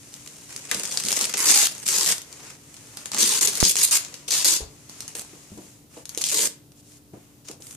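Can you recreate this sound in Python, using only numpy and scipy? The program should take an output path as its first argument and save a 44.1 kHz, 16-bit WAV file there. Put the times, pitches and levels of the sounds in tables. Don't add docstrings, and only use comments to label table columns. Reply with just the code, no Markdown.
import sys
import numpy as np
from scipy import signal
from scipy.fft import rfft, irfft
from scipy.io import wavfile
from scipy.ndimage import uniform_filter1d

SR = 44100
rng = np.random.default_rng(int(sys.argv[2]) if len(sys.argv) > 2 else 0)


def waveform_to_disk(signal):
    frames = np.transpose(np.atleast_2d(signal))
    scaled = np.clip(frames, -1, 1) * 32767
    samples = np.round(scaled).astype(np.int16)
    wavfile.write(sys.argv[1], SR, samples)


N = 342216

# t/s, length/s, level/dB, crest, sag/dB, boom/dB, fizz/dB, box drum/dB, edge snap/dB
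PULLS = [ (1.371, 0.084, -23.5, 1, 1.5, -7, -2, -16, -6.5),
         (1.455, 0.059, -15.5, 0.75, 3.5, -11, -3.5, -18.5, -13),
         (1.505, .168, -15.5, 0.3, 5, -13, -3.5, -24, 4),
         (1.887, .17, -20.5, 0.53, 4, -13.5, -4.5, -17, -0.5),
         (2.061, 0.073, -20, 0.6, 1.5, -11, -3, -17, -2), (3.184, .073, -16, 0.53, 8, -15, -5, -13, -3.5),
         (3.254, 0.14, -21, 0.03, 2.5, -14, -3, -16.5, -18),
         (3.41, 0.053, -19.5, 0.35, 1.5, -14, -0.5, -15.5, -3), (3.474, 0.033, -25, .1, 7, -14, 0, -8, 2),
         (3.603, 0.031, -20, .1, 16, -14.5, -9, -18, 0), (3.633, 0.049, -15.5, 0.4, 4, -21, -8, -17, -5),
         (3.683, 0.039, -20, 0.2, 4, -24, 0.5, -19, -7), (3.767, .060, -20.5, 1, 5, -14.5, -2.5, -23, -1),
         (3.826, 0.028, -17.5, 0.64, 4.5, -20, 3, -45, -10),
         (3.91, 0.065, -18, 0.8, 1, -14, -1.5, -26, -13),
         (4.306, 0.13, -20, 0.22, 8, -15.5, -5.5, -21.5, -8),
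         (4.446, 0.13, -16.5, 0.05, 8.5, -17.5, -4, -20.5, 1.5),
         (6.316, 0.16, -21, .55, 4, -15.5, -1.5, -12, -6)]
# t/s, length/s, level/dB, crest, sag/dB, boom/dB, fizz/dB
HAND_MOVES = [ (0, 0.55, -44.5, .6, 3.5, -7.5, -4), (0.491, 0.25, -40, 0.33, -3, -7, -6.5),
              (0.715, .19, -29, 0.2, 3.5, -9, -4.5), (0.903, .15, -29, 0.6, 0.5, -11.5, -4.5),
              (1.051, 0.21, -22.5, 1, 6, -9.5, -4), (1.257, 0.074, -28, 0.56, 12, -9, -6),
              (1.335, .034, -24.5, 0, 1, -7.5, -15), (1.68, 0.19, -37.5, .3, 2, -8, -3.5),
              (1.855, 0.048, -24.5, .9, 3, -16.5, 0), (2.134, 0.069, -39, 0, 9, -5, 3),
              (2.23, 0.18, -44.5, 0.8, 6, -4.5, -6), (2.38, 0.19, -40.5, 0.5, 11, -4, -8),
              (2.558, 0.48, -45.5, 1, 8.5, -5.5, -4.5), (2.966, 0.17, -46, .6, -2, -5, -5),
              (3.12, 0.068, -25.5, .95, 10.5, -6.5, -9), (3.503, 0.12, -26.5, 0.8, 9.5, -10, -2.5),
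              (3.859, 0.044, -28.5, 0.5, 2, -15, -14), (3.981, 0.34, -44, 0, 9, -4.5, -8),
              (4.279, .024, -27.5, .3, 4, -14, -8), (4.677, 0.26, -51, 1, 3, -6, -6),
              (4.89, .25, -43, 0.56, 6.5, -6.5, -6.5), (5.148, 0.074, -38.5, 0.1, 1, -6, 2),
              (5.223, .30, -47.5, .05, 3, -6, -6), (5.517, 0.38, -48.5, .25, 22, -7, -3),
              (5.897, 0.14, -46.5, 0.57, 14, -5, -4), (6.056, .12, -51, 0.9, 14, 1.5, 3),
              (6.175, .14, -25, .75, 7, -21.5, -4), (6.749, 0.063, -53, 0.8, 15, -16, -3),
              (6.827, 0.16, -51, 0.64, 11, -10, -3), (7.133, 0.29, -58.5, 0, 9, -1, -5),
              (7.445, 0.12, -39, 0.41, 25, -10, -8), (7.603, 0.15, -45.5, 1, 7, -7, 2.5)]
# t/s, level/dB, boom control/dB
CREASE_SNAPS = [(0.1399, -17.5, -40), (.2746, -18, -15), (0.5618, -11, -16), (.713, -1, -12),
                (.747, -8, -18), (.853, -7.5, -33), (0.9222, -10.5, -28), (0.9731, -0.5, -39),
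                (1.051, -6, -30), (1.0847, -2, -30), (1.1173, -2, -19), (1.1266, -1, -9), (1.1763, -8, -28),
                (1.1903, -6, -26), (1.2103, -1, -39), (1.2418, -5, -24), (1.3385, -6, -19),
                (1.403, -1.5, -30), (1.4866, 1, -41), (1.8657, -5.5, -22), (2.1812, -14, -23),
                (2.2172, -18.5, -24), (2.3268, -20.5, -12), (2.7417, -24, -8), (2.766, -26, -30),
                (2.971, -14, -9), (3.057, -10.5, -4), (3.117, -9, -5), (3.145, -6, -8), (3.5538, -5, -44),
                (3.7553, -3, -15), (4.0482, -14.5, -2), (4.141, -15, -8), (4.2841, -12, -28),
                (4.8957, -20, -9), (5.0049, -12.5, -26), (5.079, -14.5, -30), (5.152, -13, -30),
                (5.1943, -13, -18), (6.0544, -17, -40), (6.0926, -13.5, -38), (6.148, -15, -21),
                (6.175, -6, -47), (6.2124, -10, -27), (6.2393, -1, -31), (6.2595, -8, -49),
                (6.275, -16, -42), (6.2957, -6.5, -38), (6.719, -33.5, 1), (7.5127, -19.5, -18),
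                (7.6216, -24, -27), (7.668, -23, -26), (7.7094, -22.5, -30)]
# t/s, level/dB, favoured f/Hz
BOX_BLOWS = [(.714, -17.5, 2100), (0.721, -33, 324), (0.757, -33.5, 260), (1.047, -36, 220),
             (4.605, -31.5, 493), (4.616, -34, 66.5), (4.65, -51, 92), (4.733, -49, 460), (5.152, -38, 390),
             (5.33, -40, 367), (5.518, -34.5, 192), (5.575, -35, 327), (5.586, -35.5, 302),
             (5.967, -34, 403), (6.174, -31.5, 437), (7.136, -32.5, 320), (7.138, -45, 125),
             (7.496, -33.5, 367), (7.601, -41, 320)]
# nominal f/Hz, level/dB, t60/s
BOX_MODES = [(61.5, 3.5, 0.11), (119, 14, 0.14), (204.5, 3.5, 0.2), (312, -1, 0.077), (418.4, 3, 0.027),
             (466, -3.5, 0.13), (585, -6.5, 0.068), (910, -10.5, .04), (1230, -23, 0.0263),
             (1520, -13, 0.03), (1780, 0, 0.02), (2130, -4, 0.06), (2350, -8, 0.024)]
# f/Hz, level/dB
TEAR_EQ = [(320, -41.5), (550, -18), (776, -8.5), (1010, -4.5), (1170, -10.5), (3150, -6.5), (4890, 1.5),
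           (5540, -0.5), (6620, 3), (8250, -1), (12600, -9.5), (14700, -16.5)]
# f/Hz, level/dB
CRINKLE_EQ = [(88, -37.5), (150, -14.5), (208, -6), (323, -12.5), (399, -7), (696, -12.5), (1390, -11.5),
              (1500, -13), (3690, -6), (6570, 0), (10800, -8), (14700, -20)]
# f/Hz, level/dB
ROOM_TONE_EQ = [(15, -46), (25, -19.5), (50, -5.5), (135, 5), (243, -6), (293, -3), (490, -10),
                (790, -15.5), (1670, -23.5), (7480, -20), (13800, -21.5), (15000, -16)]
# f/Hz, level/dB
HUM_PARTIALS = [(118.4, -68.5), (145.3, -63), (236.9, -67.5), (290.7, -60), (425.3, -73)]
# f/Hz, t60/s
ROOM_DECAY = [(200, 0.34), (1300, 0.37), (3500, 0.32), (7000, 0.24), (14000, 0.21)]
# t/s, level/dB
REVERB_SEND = [(0, -10.5), (4.6, -5), (6.3, -9.5)]
# f/Hz, left minus right level/dB
MIC_BALANCE = [(100, 2.5), (800, 0.5), (2400, 0.5), (3500, 2.), (5000, 3), (7000, 6.5), (8500, -6.5),
               (10400, -3.5), (14000, -2.5)]
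# f/Hz, correlation
MIC_LIKENESS = [(60, 0.92), (300, 0.8), (700, 0.45), (1500, 0), (4000, 0.18), (12000, 0.)]


def rip(level_db, boom_db, fizz_db, drum_db, fibres_per_s=2200, drum_trim_db=-5, low_cut_hz=160):
    n = len(level_db)
    strain = stick_slip(n, per_s=210, slip_s=0.0026, spread_db=1.5, creep=0.42)
    fibres = crackle(strain, fibres_per_s, spread_db=1.5, ring_s=0.00038, flutter_db=1)
    grains = hollow(colour(fibres, TEAR_EQ))
    paper = sheet(grains, level_db, boom_db, fizz_db, trims_db=[-1.5, -.6, -.6], steady_s=0.024)
    drum = convolve(fibres, box_ring(favoured_hz=405, reach_octaves=0.68))
    drum = ride(drum, level_db + drum_db + drum_trim_db, steady_s=0.049)
    return signal.lfilter(*signal.butter(2, low_cut_hz, "high", fs=SR), paper + drum)


def rustle(level_db, boom_db, fizz_db, cracks_per_s=1000, slide_db=-10, buckling_db=-36):
    n = len(level_db)
    strain = stick_slip(n, per_s=97, slip_s=0.002, spread_db=4.0, creep=0.52)
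    buckling = amp(1.23 * np.clip(level_db - buckling_db, -14, 0))
    ticks = unit_rms(crackle(strain, cracks_per_s, spread_db=3.5, ring_s=0.00046, flutter_db=-0.5))
    slide = amp(slide_db) * diffuse_noise(n)
    grains = colour(buckling * ticks + slide, CRINKLE_EQ)
    return sheet(grains, level_db, boom_db, fizz_db, trims_db=[-3, -2.5, -2.5], steady_s=0.059)


def snap(level_db, boom_db, usual_boom_db=-22, usual_share=0.12, trim_db=6):
    t = np.arange(SR // 40) / SR
    first = crack(ring_s=.00035, flutter_db=-2, flutter_s=.0014, size=len(t))
    cascade = crackle(np.exp(-t / .004), per_s=2500, spread_db=2, ring_s=.0002, flutter_db=-3)
    click = colour(first + .55 * unit_rms(cascade), CRINKLE_EQ)
    share = np.linalg.norm(registers(click)[0]) / np.linalg.norm(click)
    wanted_share = usual_share * amp(.5 * (boom_db - usual_boom_db))
    lows = signal.lfilter(*signal.butter(1, 2500, fs=SR), click)
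    click = click + lows * (min(wanted_share / share, 3) - 1)
    return amp(level_db + trim_db) * click / np.sqrt((click ** 2).sum() / 2)


def stroke(length_s, crest_db, crest, sag_db):
    progress = np.arange(0, length_s, 1 / SR) / length_s
    return crest_db - sag_db * ((progress - crest) / max(crest, 1 - crest)) ** 2


def stick_slip(n, per_s, slip_s, spread_db, creep):
    onsets = rng.random(n) < per_s / SR
    slips = onsets * amp(spread_db * np.minimum(rng.exponential(1, n), 3))
    bursts = signal.lfilter([1], [1, -np.exp(-1 / (slip_s * SR))], slips ** 2)
    return np.sqrt(creep + bursts)


def crackle(drive, per_s, spread_db, ring_s, flutter_db, facets_per_s=90, size=1024):
    n = len(drive)
    onsets = np.flatnonzero(rng.random(n) < per_s / SR)
    strength = amp(spread_db * np.minimum(rng.exponential(1, n), 3.5))
    wander = rng.standard_normal(n)
    facets = abs(onsets / SR * facets_per_s + wander[onsets]).astype(int)
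    shapes = [crack(ring_s, flutter_db, flutter_s=0.003, size=size) for _ in range(facets.max() + 1)]
    out = np.zeros((2, n + size))
    for i, facet in zip(onsets, facets):
        out[:, i:i + size] += drive[i] * strength[i] * shapes[facet]
    return out[:, :n]


def crack(ring_s, flutter_db, flutter_s, size):
    t = np.arange(size) / SR
    attack = rng.standard_normal(size) * np.exp(-t / ring_s)
    pair = np.array([np.pad(attack, (lag, 0))[:size] for lag in rng.integers(0, 5, 2)])
    pair *= amp(2 * rng.standard_normal((2, 1)))
    flutter = diffuse_noise(size) * np.exp(-t / flutter_s)
    return unit_rms(unit_rms(pair) + amp(flutter_db) * unit_rms(flutter))


def sheet(grains, level_db, boom_db, fizz_db, trims_db, steady_s):
    bands = registers(bending_waves(grains))
    levels = [level_db + boom_db, level_db, level_db + fizz_db]
    return sum(ride(band, db + trim, steady_s) for band, db, trim in zip(bands, levels, trims_db))


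def bending_waves(x, ring_s=0.0019, lowest_hz=250):
    impulse = signal.unit_impulse(SR // 60)
    for hz in np.geomspace(lowest_hz, 2500, 7):
        pole = np.exp(-1 / (ring_s * SR * np.sqrt(lowest_hz / hz)))
        feedback = [1, -2 * pole * np.cos(2 * np.pi * hz / SR), pole ** 2]
        impulse = signal.lfilter(feedback[::-1], feedback, impulse)
    return convolve(x, impulse)


def hollow(x, dip_hz=790, scatter_octaves=0.28, q=3.7):
    hz = dip_hz * 2 ** (scatter_octaves * rng.uniform(-0.66, 1))
    return signal.lfilter(*signal.iirnotch(hz, q, fs=SR), x)


def registers(x):
    bands = [(2500, "low"), ((2500, 8000), "band"), (8000, "high")]
    return [signal.sosfilt(signal.butter(3, hz, kind, fs=SR, output="sos"), x) for hz, kind in bands]


def knock(level_db, favoured_hz, scuff_db=-10.5, scuff_s=0.035):
    ring = box_ring(favoured_hz, reach_octaves=0.42)
    t = np.arange(len(ring)) / SR
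    band = signal.butter(2, [.5 * favoured_hz, 2 * favoured_hz], "band", fs=SR)
    scuff = unit_rms(signal.lfilter(*band, diffuse_noise(len(t)))) * np.exp(-t / scuff_s)
    return amp(level_db) * (ring + amp(scuff_db) * scuff)


def box_ring(favoured_hz, reach_octaves):
    t = np.arange(SR // 4) / SR
    ring = 0
    for hz, db, t60 in BOX_MODES:
        weight = 1 / (1 + (np.log2(hz / favoured_hz) / reach_octaves) ** 4)
        tone = np.sin(2 * np.pi * hz * rng.uniform(0.928, 1.03) * t) * rng.choice([-1, 1])
        ring = ring + weight * amp(db - 60 * t / t60) * tone
    return ring / abs(ring).max()


def pop(level_db=1.5, swing_s=0.0021):
    swing = np.arange(SR // 20) / SR / swing_s
    return np.outer([0, 1], amp(level_db) * (1 - swing) * np.exp(-swing * 0.91))


def reverb(x, moves_per_s=1.285, patterns=3):
    t = np.arange(N) / SR
    send = x * amp(np.interp(t, *np.transpose(REVERB_SEND)))
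    wet = 0
    for k in range(patterns):
        fade = np.cos(np.pi * (moves_per_s * t + k / patterns)) * np.sqrt(2 / patterns)
        wet = wet + convolve(send * fade, echoes()[:, :SR // 2])
    return wet


def echoes(predelay_s=0.0015, per_s=4000):
    taps = rng.standard_normal((2, SR)) * (rng.random((2, SR)) < per_s / SR)
    hz, t, bands = signal.stft(diffuse(taps), SR, nperseg=256)
    decay = amp(-60 * t / curve_at(ROOM_DECAY, hz)[:, None])
    tail = signal.istft(bands * decay, SR, nperseg=256)[1]
    tail *= np.clip(np.arange(tail.shape[1]) / SR / predelay_s - 1, 0, 1)
    return tail / np.linalg.norm(tail[0])


def room_tone(air_db=-53, hum_trim_db=-1, waver_hz=2.49):
    air = amp(air_db) * unit_rms(colour(diffuse_noise(N), ROOM_TONE_EQ))
    hum = 0
    for hz, db in HUM_PARTIALS:
        drift = waver_hz * unit_rms(uniform_filter1d(rng.standard_normal(N), SR // 12))
        phase = 2 * np.pi * np.cumsum(hz + drift) / SR
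        hum = hum + amp(db + hum_trim_db) * np.sqrt(2) * np.sin(phase)
    return air + hum


def diffuse(x):
    left, other = rfft(x)
    likeness = np.clip(curve_at(MIC_LIKENESS, np.fft.rfftfreq(x.shape[1], 1 / SR)), -1, 1)
    right = likeness * left + np.sqrt(1 - likeness ** 2) * other
    return irfft(np.array([left, right]), x.shape[1])


def diffuse_noise(n):
    return diffuse(rng.standard_normal((2, n)))


def ride(x, level_db, steady_s):
    power = uniform_filter1d((x ** 2).mean(0), int(steady_s * SR))
    edge_fades = signal.windows.tukey(len(level_db), min(0.00075 * SR / len(level_db), 1))
    return x / np.sqrt(abs(power) + 1e-12) * amp(level_db) * edge_fades


def colour(x, eq, size=2048):
    hz = abs(np.fft.fftfreq(size, 1 / SR))
    log_gain = np.log(amp(curve_at(eq, hz)))
    taps = np.fft.ifft(np.exp(np.conj(signal.hilbert(log_gain)))).real
    return convolve(x, taps)


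def curve_at(points, hz):
    f, value = np.transpose(points)
    return np.interp(np.log(hz + 1), np.log(f), value)


def convolve(x, impulse):
    return signal.oaconvolve(x, np.atleast_2d(impulse), axes=1)[:, :x.shape[1]]


def amp(db):
    return 10 ** (np.asarray(db) / 20)


def unit_rms(x):
    return x / np.sqrt(np.mean(x ** 2) + 1e-20)


def add(bus, start_s, sound):
    part = bus[:, round(start_s * SR):][:, :sound.shape[1]]
    part += sound[:, :part.shape[1]]


def scene():
    paper, creases, box = np.zeros((3, 2, N))
    for t, length_s, level_db, crest, sag_db, boom_db, fizz_db, drum_db, edge_db in PULLS:
        add(creases, t, snap(edge_db, boom_db=-26))
        add(paper, t, rip(stroke(length_s, level_db, crest, sag_db), boom_db, fizz_db, drum_db))
    for t, length_s, level_db, crest, sag_db, boom_db, fizz_db in HAND_MOVES:
        add(paper, t, rustle(stroke(length_s, level_db, crest, sag_db), boom_db, fizz_db))
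    for t, level_db, boom_db in CREASE_SNAPS:
        add(creases, t + .0006, snap(level_db, boom_db))
    for t, level_db, favoured_hz in BOX_BLOWS:
        add(box, t, knock(level_db, favoured_hz))
    mix = paper + creases + box + room_tone()
    mix += reverb(paper + amp(3.0) * creases + amp(-1.5) * box)
    add(mix, 3.6284, pop())
    return mix


def record(dry, high_cut_hz=14750):
    left = colour(dry[[0]], [(hz, db / 2) for hz, db in MIC_BALANCE])
    right = colour(dry[[1]], [(hz, -db / 2) for hz, db in MIC_BALANCE])
    clipped = np.clip(np.vstack([left, right]), -1, 1)
    high_cut = signal.firwin(401, high_cut_hz, window=("kaiser", 8), fs=SR)
    return signal.oaconvolve(clipped, high_cut[None], "same")


dry = scene()
out = record(dry)
waveform_to_disk(out)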